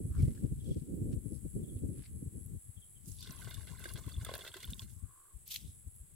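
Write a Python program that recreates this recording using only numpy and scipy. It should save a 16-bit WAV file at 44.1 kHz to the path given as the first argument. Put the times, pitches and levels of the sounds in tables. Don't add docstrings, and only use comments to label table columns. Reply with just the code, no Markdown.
import sys
import numpy as np
from scipy import signal
from scipy.fft import rfft, irfft, next_fast_len
from scipy.io import wavfile
from scipy.ndimage import map_coordinates

SR = 44100
rng = np.random.default_rng(int(sys.argv[2]) if len(sys.argv) > 2 else 0)


def dump(signal):
    limited = np.clip(np.atleast_2d(signal).T, -1, 1)
    pcm = np.round(limited * 32767).astype(np.int16)
    wavfile.write(sys.argv[1], SR, pcm)


N = 271215
TIME = np.arange(N) / SR
TOP_HZ = 15830

# centre_hz, width_hz, gain_db
BUCKET_MODES = [(395, 154, 3.5), (632, 90, -3.5), (1055, 77, 0), (1503, 150, 1), (2050, 51, 0.5),
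                (2774, 69, -1), (3420, 280, -1), (4130, 40, -1), (4460, 120, -10.5), (5700, 140, -28)]
# freq_hz, correlation
BUCKET_STEREO = [(300, 0.35), (640, 0.92), (1400, 0.52), (3100, 0.77), (7000, -0.22), (14000, 0.41)]


def stream(usual_flow_db=-51.5, gurgle_exponent=1.97):
    # time_s, flow_db, spray_db
    pour = [(2.999, -100, -82), (3.09, -100, -57), (3.17, -78, -66), (3.26, -57.5, -63.5),
            (3.76, -58.5, -66), (3.86, -57.5, -63), (4.22, -59, -66), (4.29, -51, -63), (4.39, -53, -58.5),
            (4.52, -60, -72), (4.6, -60, -69), (4.7, -62, -64), (4.77, -65, -62), (4.82, -64, -61),
            (4.87, -68, -68), (5.0, -89, -72)]
    start_s, end_s = pour[0][0], pour[-1][0]
    flow, spray = gains(pour, outside_db=-120)
    gurgle = amp(usual_flow_db - 6) * (flow / amp(usual_flow_db)) ** gurgle_exponent
    spurts = amp(3.2 * wobble(55) + 2.4 * wobble(22) - 1.2)
    impacts = spread(droplets(per_s=420, spread_db=3.5, wash=.3) * spurts, BUCKET_STEREO)
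    hollow = sloshing(filtered(impacts, lambda hz: bucket(hz) * band(hz, 280, 1400)))
    patter = sloshing(filtered(impacts, lambda hz: bucket(hz) * band(hz, 1610, 5400)))
    trapped = specks(start_s, end_s, per_s=240, centre_hz=2050, octaves=1.25, cycles=5, range_db=15)
    pops = unit(filtered(trapped, lambda hz: bucket(hz, direct=.22))) * trapped.std()
    ticks = specks(start_s, end_s, per_s=800, centre_hz=10000, octaves=.62, cycles=2.1, range_db=14)
    mist = unit(filtered(noise(), lambda hz: band(hz, 4200, 15000, order=2)))
    sizzle = spray * spurts ** .7 * (ticks + amp(-3) * mist)
    return gurgle * hollow + sizzle + flow * (.42 * patter + .38 * pops * np.sqrt(spurts))


def splats(rise_s=.0009):
    # start_s, strength_db, weight_db
    strikes = [(3.207, -60, -35), (3.227, -52.5, -16), (3.27, -57, 7.5), (3.307, -56, -1), (3.419, -57, -1),
               (3.445, -54, 0), (3.472, -66, 22.5), (3.508, -51, 2), (3.542, -50, -17), (3.67, -57, 8),
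               (3.801, -73, 24), (3.840, -49.5, -11), (3.855, -52.5, 10.5), (3.888, -50.5, -5),
               (3.902, -63, 12), (3.935, -57, -17), (3.957, -57, 10), (3.977, -62.5, 17.5),
               (4.247, -49.5, -1), (4.264, -55.5, 14), (4.288, -54.5, 21), (4.312, -59, 23.5),
               (4.337, -46.5, 8.5), (4.352, -53, 11), (4.389, -54, 10), (4.41, -60, 13), (4.447, -49.5, 7),
               (4.463, -49.5, 6), (4.476, -48.5, 2), (4.54, -50.5, 4), (4.565, -50, 1.5), (4.602, -54, -16),
               (4.627, -48.5, -3.5), (4.675, -61, -5), (4.702, -53.5, -30), (4.818, -54, -1.5),
               (4.826, -63, -12)]
    # low_hz, high_hz, t60_s, gain_db, weight_share
    parts = [(360, 1020, 0.028, -23.5, 0.96), (1270, 2700, 0.056, -18.5, 0.58),
             (2800, 5500, 0.083, -13.5, 0.092), (6400, 14300, 0.053, -16, -0.23)]
    out, t = np.zeros((2, N)), np.arange(4096) / SR
    rise = 1 - np.exp(-t / rise_s)
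    for start_s, strength_db, weight_db in strikes:
        detune = 1 + .025 * rng.standard_normal()
        spot_db = rng.normal(0, 3.5, len(BUCKET_MODES))
        for low_hz, high_hz, t60_s, gain_db, share in parts:
            burst = spread(noise(len(t)) * amp(-60 * t / t60_s) * rise, BUCKET_STEREO)
            ring = filtered(burst, lambda hz: bucket(hz * detune, spot_db) * band(hz, low_hz, high_hz))
            add(out, start_s, amp(strength_db + gain_db + share * weight_db) * unit(ring))
    return out


def bubbles(climb_per_t60=.077, attack_share=.018, tick_db=-12, tick_t60_s=.011):
    # start_s, level_db, pitch_hz, t60_s
    drops = [(3.1855, -53.5, 3570, 0.029), (3.193, -51, 4570, .015), (3.2075, -45.5, 4660, .016),
             (3.226, -43, 3550, 0.017), (3.239, -50, 3420, 0.017), (3.2575, -55, 1480, 0.026),
             (3.2712, -48, 3550, .02), (3.2948, -53, 1470, 0.032), (3.331, -56, 1500, 0.027),
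             (3.4197, -50.5, 1500, 0.034), (3.472, -49, 1490, 0.039), (3.473, -57, 410, 0.039),
             (3.4923, -50.5, 3660, .015), (3.5073, -47, 3540, .02), (3.5135, -51, 1530, 0.028),
             (3.543, -44, 3510, 0.023), (3.568, -56.5, 1640, .03), (3.757, -58, 2050, 0.032),
             (3.782, -55, 4070, .02), (3.801, -52.5, 1500, .03), (3.84, -46.5, 3560, .014),
             (3.8414, -48, 2090, 0.024), (3.855, -49.5, 349, 0.067), (3.8554, -38.5, 1590, 0.029),
             (3.8878, -48.5, 4630, 0.016), (3.9018, -50, 1530, 0.028), (3.9564, -52, 1530, .03),
             (4.0375, -57, 3420, 0.03), (4.064, -57, 1480, .03), (4.1163, -51, 3460, 0.017),
             (4.121, -50.5, 4520, 0.024), (4.1404, -47.5, 3480, 0.037), (4.1647, -53.5, 3390, 0.028),
             (4.248, -44.5, 3520, .016), (4.251, -52, 1630, .03), (4.2628, -47, 1260, .03),
             (4.2665, -44.5, 3340, 0.02), (4.2869, -47, 3500, 0.02), (4.2885, -43, 1060, 0.083),
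             (4.29, -44, 620, 0.03), (4.305, -46, 3360, .025), (4.313, -44.5, 526, 0.039),
             (4.3397, -33, 3930, 0.0054), (4.339, -40.5, 540, 0.025), (4.3528, -45, 1650, 0.026),
             (4.359, -52, 660, 0.045), (4.389, -50, 524, 0.042), (4.409, -44.5, 3440, .025),
             (4.418, -48, 3330, 0.037), (4.448, -54, 1486, .025), (4.4755, -43.5, 3600, 0.023),
             (4.5176, -48, 3250, 0.014), (4.5408, -43.5, 3440, 0.013), (4.5422, -44, 1530, 0.025),
             (4.558, -49.5, 370, 0.067), (4.6032, -51, 3300, .025), (4.6311, -46.5, 2074, 0.027),
             (4.644, -37, 3420, 0.014), (4.6748, -52, 3060, .014), (4.676, -59, 1016, 0.055),
             (4.7337, -35, 3620, 0.014), (4.794, -36.5, 3360, 0.017), (4.8182, -59.5, 1540, 0.024)]
    out, t = np.zeros((2, N)), np.arange(3072) / SR
    for start_s, level_db, pitch_hz, t60_s in drops:
        fade = amp(-60 * t / t60_s) * (1 - np.exp(-t / (attack_share * t60_s)))
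        phase = 2 * np.pi * pitch_hz * t * (1 + climb_per_t60 * t / t60_s / 2)
        ring = np.sin(phase + [[0], [rng.normal(0, .85)]]) * fade / fade.max()
        crack = spread(noise(len(t)), BUCKET_STEREO) * amp(-60 * t / tick_t60_s)
        tick = filtered(crack, lambda hz: band(hz, pitch_hz / 1.5, 1.35 * pitch_hz, order=2))
        add(out, start_s, amp(level_db) * (ring + amp(tick_db) * tick / np.abs(tick).max()))
    return out


def snaps():
    # start_s, level_db, pitch_hz
    hits = [(0.19, -52.5, 4840), (0.955, -49, 11100), (1.127, -59, 5560), (1.131, -59.5, 3080),
            (2.462, -44, 11800), (3.056, -53, 7000), (3.078, -47, 9100), (3.085, -44.5, 8500),
            (3.118, -48.5, 5650), (3.2074, -42, 12600), (3.2268, -42, 5900), (3.3078, -38.5, 5700),
            (3.323, -39.5, 13100), (3.445, -45, 7600), (3.4955, -46, 12000), (3.504, -43, 11500),
            (3.5413, -42, 7740), (3.795, -39, 11100), (3.8412, -42.5, 7640), (3.8835, -51, 9500),
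            (3.937, -32, 10500), (4.0645, -46, 11200), (4.0906, -41.5, 9600), (4.2482, -32, 9350),
            (4.2497, -37, 8900), (4.3388, -37.5, 8660), (4.3522, -31, 10900), (4.3795, -37, 11400),
            (4.54, -42, 8140), (4.5695, -44, 7650), (4.6308, -44.5, 5500), (4.6527, -36.5, 12800),
            (4.7057, -39.5, 9820), (4.7246, -40.5, 7600), (4.744, -45, 9000), (4.794, -39.5, 4500),
            (4.7935, -47.5, 13100), (4.8175, -48, 7800), (4.9374, -53, 10340)]
    return plinks(hits, t60_s=.0063, tick_gain=1.2, attack_s=.00023, widen_oct=.34)


def bucket(hz, spot_db=np.zeros(len(BUCKET_MODES)), direct=.12):
    return direct + sum(amp(db + lift_db) * 1j * hz * width / (centre ** 2 - hz ** 2 + 1j * hz * width)
                        for (centre, width, db), lift_db in zip(BUCKET_MODES, spot_db))


def sloshing(ring):
    position = np.cumsum(1 + .035 * wobble(30))
    return unit(np.array([map_coordinates(side, [position], mode='wrap') for side in ring]))


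def walls(x):
    # delay_s, gain_db
    echoes = [(.0014, -28), (.0031, -13.5), (.0052, -19)]
    return filtered(x, lambda hz: 1 + sum(amp(db) * np.exp(-2j * np.pi * hz * s) for s, db in echoes))


def fling():
    # peak_s, attack_s, hold_s, level_db, decay_db_per_s
    waves = [(5.477, 0.023, 0.018, -60, 312), (5.508, 0.0075, 0.057, -52.5, 707),
             (5.515, 0.0091, 0.0099, -51, 1800), (5.542, 0.0036, 0.0064, -47.5, 1801),
             (5.559, 0.0033, 0.0024, -50, 1600), (5.582, 0.02, 0.028, -64.5, 117)]
    # start_s, level_db, pitch_hz
    blob_hits = [(5.478, -36, 12100), (5.4805, -45, 9040), (5.4855, -51, 4360), (5.489, -43, 5630),
                 (5.5185, -34.5, 3530), (5.522, -43, 2900), (5.534, -39, 3650), (5.546, -41, 6000),
                 (5.5603, -25.5, 2480), (5.5615, -35.5, 3730)]
    # freq_hz, gain_db
    spectrum = [(800, -28), (1700, -18), (2300, -4.5), (3300, -3.5), (4600, -9), (7000, -2), (8600, -14.5),
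                (12000, 1), (15000, -4), (15800, -18)]
    # freq_hz, left_minus_right_db
    lean = [(2400, 5), (15000, 3)]
    start_s, end_s = waves[0][0] - .03, waves[-1][0] + .2
    crackle = specks(start_s, end_s, per_s=3000, centre_hz=6800, octaves=1.25, cycles=2.2, range_db=24)
    mist = coloured(noise(), spectrum)
    grit = filtered(crackle, lambda hz: band(hz, 3000, 18000))
    spatter = amp(1) * sum(swell(*wave) for wave in waves) * (grit + mist)
    blobs = plinks(blob_hits, t60_s=.0076, tick_gain=1, attack_s=.00019, widen_oct=.23)
    blobs = filtered(blobs, lambda hz: band(hz, 2800, 24000))
    return filtered(spatter + blobs, lambda hz: panned(amp(along(lean, hz))))


def plinks(rows, t60_s, tick_gain, attack_s, widen_oct):
    out, t = np.zeros((2, N)), np.arange(2048) / SR
    fade = amp(-60 * t / t60_s) * (1 - np.exp(-t / attack_s))
    for start_s, level_db, pitch_hz in rows:
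        glide = 1 + rng.uniform(.02, .12) * t / t60_s
        ring = np.sin(2 * np.pi * pitch_hz * t * glide + [[0], [rng.normal(0, .28)]]) * fade
        low_hz, high_hz = .98 * pitch_hz / 2 ** widen_oct, 1.46 * pitch_hz * 2 ** widen_oct
        tick = filtered(noise(len(t)) * fade, lambda hz: band(hz, low_hz, high_hz, order=2))
        add(out, start_s, amp(level_db) * (ring + tick_gain * tick / np.abs(tick).max()))
    return out


def droplets(per_s, spread_db, wash):
    hits = (rng.random((2, N)) < per_s / SR) * np.sign(noise())
    sizes = amp(spread_db * np.clip(noise(), -2, 2))
    return unit(hits * sizes) + wash * noise()


def specks(start_s, end_s, per_s, centre_hz, octaves, cycles, range_db):
    out, t = np.zeros((2, N)), np.arange(512) / SR
    span_s = end_s - start_s
    for when, height, loud, side, turn in rng.random((int(per_s * span_s), 5)):
        hz = min(centre_hz * 2 ** (octaves * (2 * height - 1)), TOP_HZ)
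        skew = (turn - .5) * np.array([[1], [-1]]) * hz / 2500
        ring = np.sin(2 * np.pi * hz * t + skew) * np.exp(-t * hz / cycles) * (1 - np.exp(-t * hz))
        pan_db = (side - 1.5) * np.array([[4], [-4]])
        add(out, start_s + when * span_s, amp(range_db * loud + pan_db) * ring)
    return unit(out) * np.sqrt(span_s * SR / N)


def swishes():
    # peak_s, sigma_s, level_db, centre_hz, sigma_oct
    sways = [(0.163, 0.028, -67, 1300, 0.27), (0.199, 0.0072, -60, 2250, 0.065),
             (0.215, 0.032, -67, 5000, 1.4), (0.302, 0.13, -68.5, 3000, 2.1),
             (0.29, 0.02, -77, 2050, 0.058), (0.379, 0.0062, -67, 1600, 0.11),
             (0.72, 0.076, -69, 4340, 0.7), (0.978, .015, -68, 13000, .25), (1.131, 0.01, -66, 3000, 1.3),
             (1.353, 0.024, -73.5, 5060, 0.34), (1.78, 0.0092, -74.5, 3340, 0.38),
             (2.017, 0.045, -68.5, 2140, 1.1), (2.06, 0.0093, -69, 2220, 0.14),
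             (2.056, 0.011, -68, 4400, .2), (3.237, 0.04, -57.5, 4250, 0.43),
             (5.648, 0.064, -73, 3600, 0.12), (5.692, 0.017, -67, 6970, 0.57),
             (5.957, .012, -66, 13100, .25)]
    out = np.zeros((2, N))
    crackle = spread(droplets(per_s=350, spread_db=4, wash=.4), [(1500, .44), (5000, .049)])
    for peak_s, sigma_s, level_db, centre_hz, sigma_oct in sways:
        near = slice(max(int((peak_s - .3) * SR), 0), int((peak_s + .3) * SR))
        grains = unit(filtered(crackle[:, near], lambda hz: hump(hz, centre_hz, sigma_oct)))
        out[:, near] += amp(level_db) * bell(TIME[near] - peak_s, sigma_s) * grains
    return out


def mud_ticks():
    return amp(-93.5) * specks(.15, 2.1, per_s=110, centre_hz=4200, octaves=.8, cycles=1, range_db=14)


def camera(shudder_s=.017, rattle_s=.0073, rattle_db_per_oct=16):
    # time_s, left_minus_right_db
    grip_lean = [(0.0, -4.5), (0.63, 6), (0.96, -6.5), (1.36, 28), (1.66, -3), (2.7, 12.5), (3.75, 27),
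                 (4.25, 8.5), (6.15, 22)]
    # time_s, deep_db, upper_db
    rumble = [(0.0, -37.5, -44), (.14, -45.5, -66), (.2, -33, -51), (.36, -45, -55), (.44, -49, -53.5),
              (.49, -50, -59), (.54, -42, -69), (.59, -41, -63.5), (.69, -40.5, -45.5), (.745, -59, -62),
              (.8, -36.5, -52), (.86, -59, -58), (.92, -43, -46), (1.03, -46, -49.5), (1.16, -36, -45.5),
              (1.2, -40, -60.5), (1.26, -51, -52.5), (1.42, -46, -66.5), (1.53, -47, -65), (1.58, -45, -48),
              (1.79, -44, -54.5), (1.87, -43.5, -47.5), (1.94, -50, -54), (2.08, -50, -71),
              (2.16, -39, -57.5), (2.28, -74, -72), (2.315, -60, -69), (2.39, -46, -61), (2.56, -50, -67),
              (2.64, -59.5, -94), (2.88, -63.5, -96), (3.08, -48.5, -69), (4.36, -47.5, -70.5),
              (4.5, -63, -100), (4.7, -49, -62), (5.06, -54.5, -89), (5.18, -75.5, -113), (5.5, -66, -100),
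              (5.63, -43.5, -66), (5.8, -63.5, -91), (6.15, -61, -100)]
    # peak_s, level_db, pitch_hz, left_minus_right_db
    bumps = [(0.055, -29, 134, 4), (0.115, -28, 82.6, 2), (0.187, -25.5, 83, 9), (0.236, -17.5, 103, -0.5),
             (0.251, -28, 73, 1), (0.281, -24, 112, 1), (0.395, -43, 132, 1), (0.447, -27.5, 124, 8),
             (0.522, -28, 125, 2), (0.716, -23.5, 136, 3), (.77, -33, 166, 3), (0.821, -32.5, 132, 21),
             (0.943, -32, 165, -9), (1.023, -30, 130, -2), (1.06, -33.5, 100, -10), (1.14, -29, 149, -18),
             (1.262, -30, 143, 22), (1.323, -37, 247, 4), (1.462, -35.5, 181, -0.5), (1.567, -32.5, 165, 4),
             (1.639, -36, 151, 12), (1.764, -33.5, 100, 5), (1.841, -34, 188, 9), (1.894, -30.5, 135, 11),
             (1.992, -36, 107, 8), (2.228, -35.5, 158, 4), (2.264, -34, 143, 4), (2.278, -34, 90, 5),
             (2.355, -41, 131, 8), (2.462, -38.5, 106, 7), (2.552, -41, 116, 2), (2.698, -43, 92, 9),
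             (2.778, -45, 72, 20), (3.08, -39, 144, 9), (3.299, -41.5, 157, 1), (3.584, -34.5, 96, 29),
             (3.717, -41, 130, 25), (3.953, -33, 117, 11), (4.074, -34, 132, 5.5), (4.181, -33, 68, -2),
             (4.221, -36, 90, 3), (4.695, -36, 60, 3), (4.727, -42.5, 149, -4), (4.83, -39.5, 98, 2),
             (5.043, -43, 68, 22), (5.357, -42.5, 54, 13), (5.69, -40, 79, -19), (5.877, -36.5, 68, 8),
             (6.015, -43, 60.5, 3)]
    grip = panned(gains(grip_lean)[0])
    deep_gain, upper_gain = (level * grip for level in gains(rumble))
    thuds, t = np.zeros((2, N)), np.arange(-2048, 2048) / SR
    for peak_s, level_db, pitch_hz, pan_db in bumps:
        start_s = peak_s + t[0]
        size = amp(level_db) * panned(amp(pan_db))
        skew = np.array([[1], [-1]]) * rng.normal(0, .4)
        rattle_db = -21.5 + rattle_db_per_oct * np.log2(pitch_hz / 119.5)
        add(thuds, start_s, size * bell(t, .5 / pitch_hz) * np.sin(2 * np.pi * pitch_hz * t + skew))
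        add(deep_gain, start_s, size * amp(-14.5) * bell(t, shudder_s))
        add(upper_gain, start_s, size * amp(rattle_db) * bell(t, rattle_s))
    lumps = amp(2.6 * wobble(40) + 1.6 * wobble(20))
    shake = spread(noise(), [(50, .11), (150, .079)]) * lumps
    deep = unit(filtered(shake, lambda hz: band(hz, 48.4, 120.4, order=2) * band(hz, 16, 275, order=4)))
    upper = unit(filtered(shake, lambda hz: band(hz, 175.5, 343, order=2) * band(hz, 98, 548, order=4)))
    return thuds + amp(-1) * deep_gain * deep + amp(3) * upper_gain * upper


def cricket(chirp_s=.16, stroke_hz=100, pitch_hz=10790, climb_hz=200):
    # start_s, stop_s, period_s, relative_db
    runs = [(-.04, .3, 0.22, -69), (1.217, 2.47, 0.22, -66.5), (2.569, 3.9, .242, -66),
            (5.674, 6.0, 0.195, -68)]
    level, tone_hz = np.zeros(N), np.full(N, float(pitch_hz))
    scrape = .8 * wobble(400)
    for start_s, stop_s, period_s, relative_db in runs:
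        for onset_s in np.arange(start_s, stop_s, period_s):
            progress = (TIME - onset_s) / chirp_s
            on = (progress > 0) & (progress < 1)
            strokes = np.sin(np.pi * stroke_hz * (TIME[on] - onset_s)) ** 4
            envelope = np.interp(progress[on], [0, .35, .9, 1], [.35, 1, 1, .4])
            level[on] = amp(relative_db + rng.normal(0, 1)) * strokes * envelope
            tone_hz[on] += climb_hz * progress[on]
    song = level * np.sin(2 * np.pi * np.cumsum(tone_hz) / SR + scrape)
    return amp(14.5) * np.array([song, np.roll(song, 1)])


def insects():
    # freq_hz, gain_db
    spectrum = [(3530, -38), (6000, -29), (7940, -3), (9760, -11), (10200, -6), (10500, -6), (10700, -3.5),
                (11200, -7.5), (11600, -13), (11900, -14), (13500, -20), (14900, -19.5), (15800, -19)]
    # time_s, relative_db
    levels = [(0.0, -61.5), (0.75, -63.5), (1.61, -62), (2.9, -64), (3.4, -62.5), (5.2, -64.5),
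              (5.55, -62.5), (6.15, -66)]
    flutter = amp(.34 * wobble(2.6) + wobble(110))
    return amp(2.5) * coloured(noise(), spectrum) * flutter * gains(levels)[0]


def bird(fall_hz=480, note_s=.048, period_s=.053, step_db=3.5, t60_s=.35):
    # start_s, stop_s, first_note_db, start_pitch_hz
    phrases = [(0.593, .73, -67, 3570), (1.627, 1.72, -69, 3610), (2.761, 2.85, -67.5, 3510),
               (2.954, 2.99, -68, 3380)]
    out, t = np.zeros((2, N)), np.arange(int(note_s * SR)) / SR
    envelope = np.sin(np.pi * t / note_s) ** 2
    rasp = .5 * wobble(700)
    for start_s, stop_s, first_db, pitch_hz in phrases:
        sweep = 2 * np.pi * (pitch_hz - fall_hz * t / note_s / 2) * t
        for k, onset_s in enumerate(np.arange(start_s, stop_s, period_s)):
            phase = sweep + rasp[int(onset_s * SR):][:len(t)]
            add(out, onset_s - .008, amp(first_db + k * step_db) * envelope * np.sin(phase + [[0], [2]]))
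    tail = noise(SR // 3) * amp(-60 * np.arange(SR // 3) / SR / t60_s)
    blur = signal.fftconvolve(out, tail / np.linalg.norm(tail[0]), axes=1)[:, :N]
    return out + amp(-7) * blur


def croak(pitch_hz=1090, pulse_hz=75):
    # peak_s, attack_s, hold_s, level_db, decay_db_per_s
    calls = [(5.14, 0.22, 0.16, -72.5, 246)]
    pulses = spread(noise(), [(1000, .57)]) * (1 + .67 * np.sin(2 * np.pi * pulse_hz * TIME))
    voice = unit(filtered(pulses, lambda hz: hump(hz, pitch_hz, .12) + .29 * hump(hz, 1500, .16)))
    return sum(swell(*call) for call in calls) * voice


def air():
    # freq_hz, gain_db
    spectrum = [(30, 23), (200, -7), (350, 10), (600, -1), (1100, -2.5), (2100, -3), (2800, -6), (3300, -3),
                (5500, -12), (15000, -42)]
    return amp(-71.5) * coloured(spread(noise(), [(500, .085), (3000, .023)]), spectrum)


def amp(db):
    return 10 ** (np.asarray(db) / 20)


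def unit(x):
    return x / np.sqrt(np.mean(x ** 2) + 1e-20)


def along(points, hz):
    knots_hz, values = np.transpose(points)
    return np.interp(np.log(hz + 1), np.log(knots_hz + 1), values)


def gains(rows, outside_db=None):
    time_s, *columns = np.transpose(rows)
    return [amp(np.interp(TIME, time_s, db, outside_db, outside_db)) for db in columns]


def swell(peak_s, attack_s, hold_s, level_db, decay_db_per_s):
    rise = np.clip(1 + (TIME - peak_s) / attack_s, 0, 1)
    return rise * amp(level_db - decay_db_per_s * np.maximum(TIME - peak_s - hold_s, 0))


def wobble(knots_per_s):
    return map_coordinates(rng.standard_normal(int(N * knots_per_s / SR) + 4), [TIME * knots_per_s])


def noise(size=N):
    return rng.standard_normal((2, size))


def filtered(x, response):
    n = x.shape[-1]
    padded = next_fast_len(n + 4096)
    return irfft(rfft(x, padded) * response(np.fft.rfftfreq(padded, 1 / SR)), padded)[..., :n]


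def coloured(x, spectrum):
    return unit(filtered(x, lambda hz: amp(along(spectrum, hz))))


def band(hz, low_hz, high_hz, order=3):
    edges_hz = [low_hz, max(high_hz, low_hz + 10)]
    return signal.freqs(*signal.butter(order, edges_hz, 'bandpass', analog=True), hz)[1]


def bell(x, sigma):
    return np.exp(-.5 * (x / sigma) ** 2)


def hump(hz, centre_hz, sigma_oct):
    return bell(np.log2((hz + 1) / centre_hz), sigma_oct)


def spread(pair, likeness):
    turn = lambda hz: np.arccos(np.clip(along(likeness, hz), -1, 1)) / 2
    mid, side = filtered(pair, lambda hz: np.array([np.cos(turn(hz)), np.sin(turn(hz))]))
    return np.array([mid + side, mid - side])


def panned(ratio):
    return np.vstack([ratio, np.ones_like(ratio)]) / np.sqrt((1 + ratio ** 2) / 2)


def add(out, start_s, sound):
    start = int(np.clip(round(start_s * SR), 0, N - 1))
    out[:, start:start + sound.shape[-1]] += sound[..., :N - start]


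def scene():
    water = (stream() + splats() + walls(bubbles() + snaps())) * amp([[-.7], [.7]])
    near = water + fling() + swishes() + mud_ticks() + camera()
    return near + insects() + air() + cricket() + croak() + bird()


def record(dry):
    return filtered(dry, lambda hz: hz < TOP_HZ)


dry = scene()
out = record(dry)
dump(out)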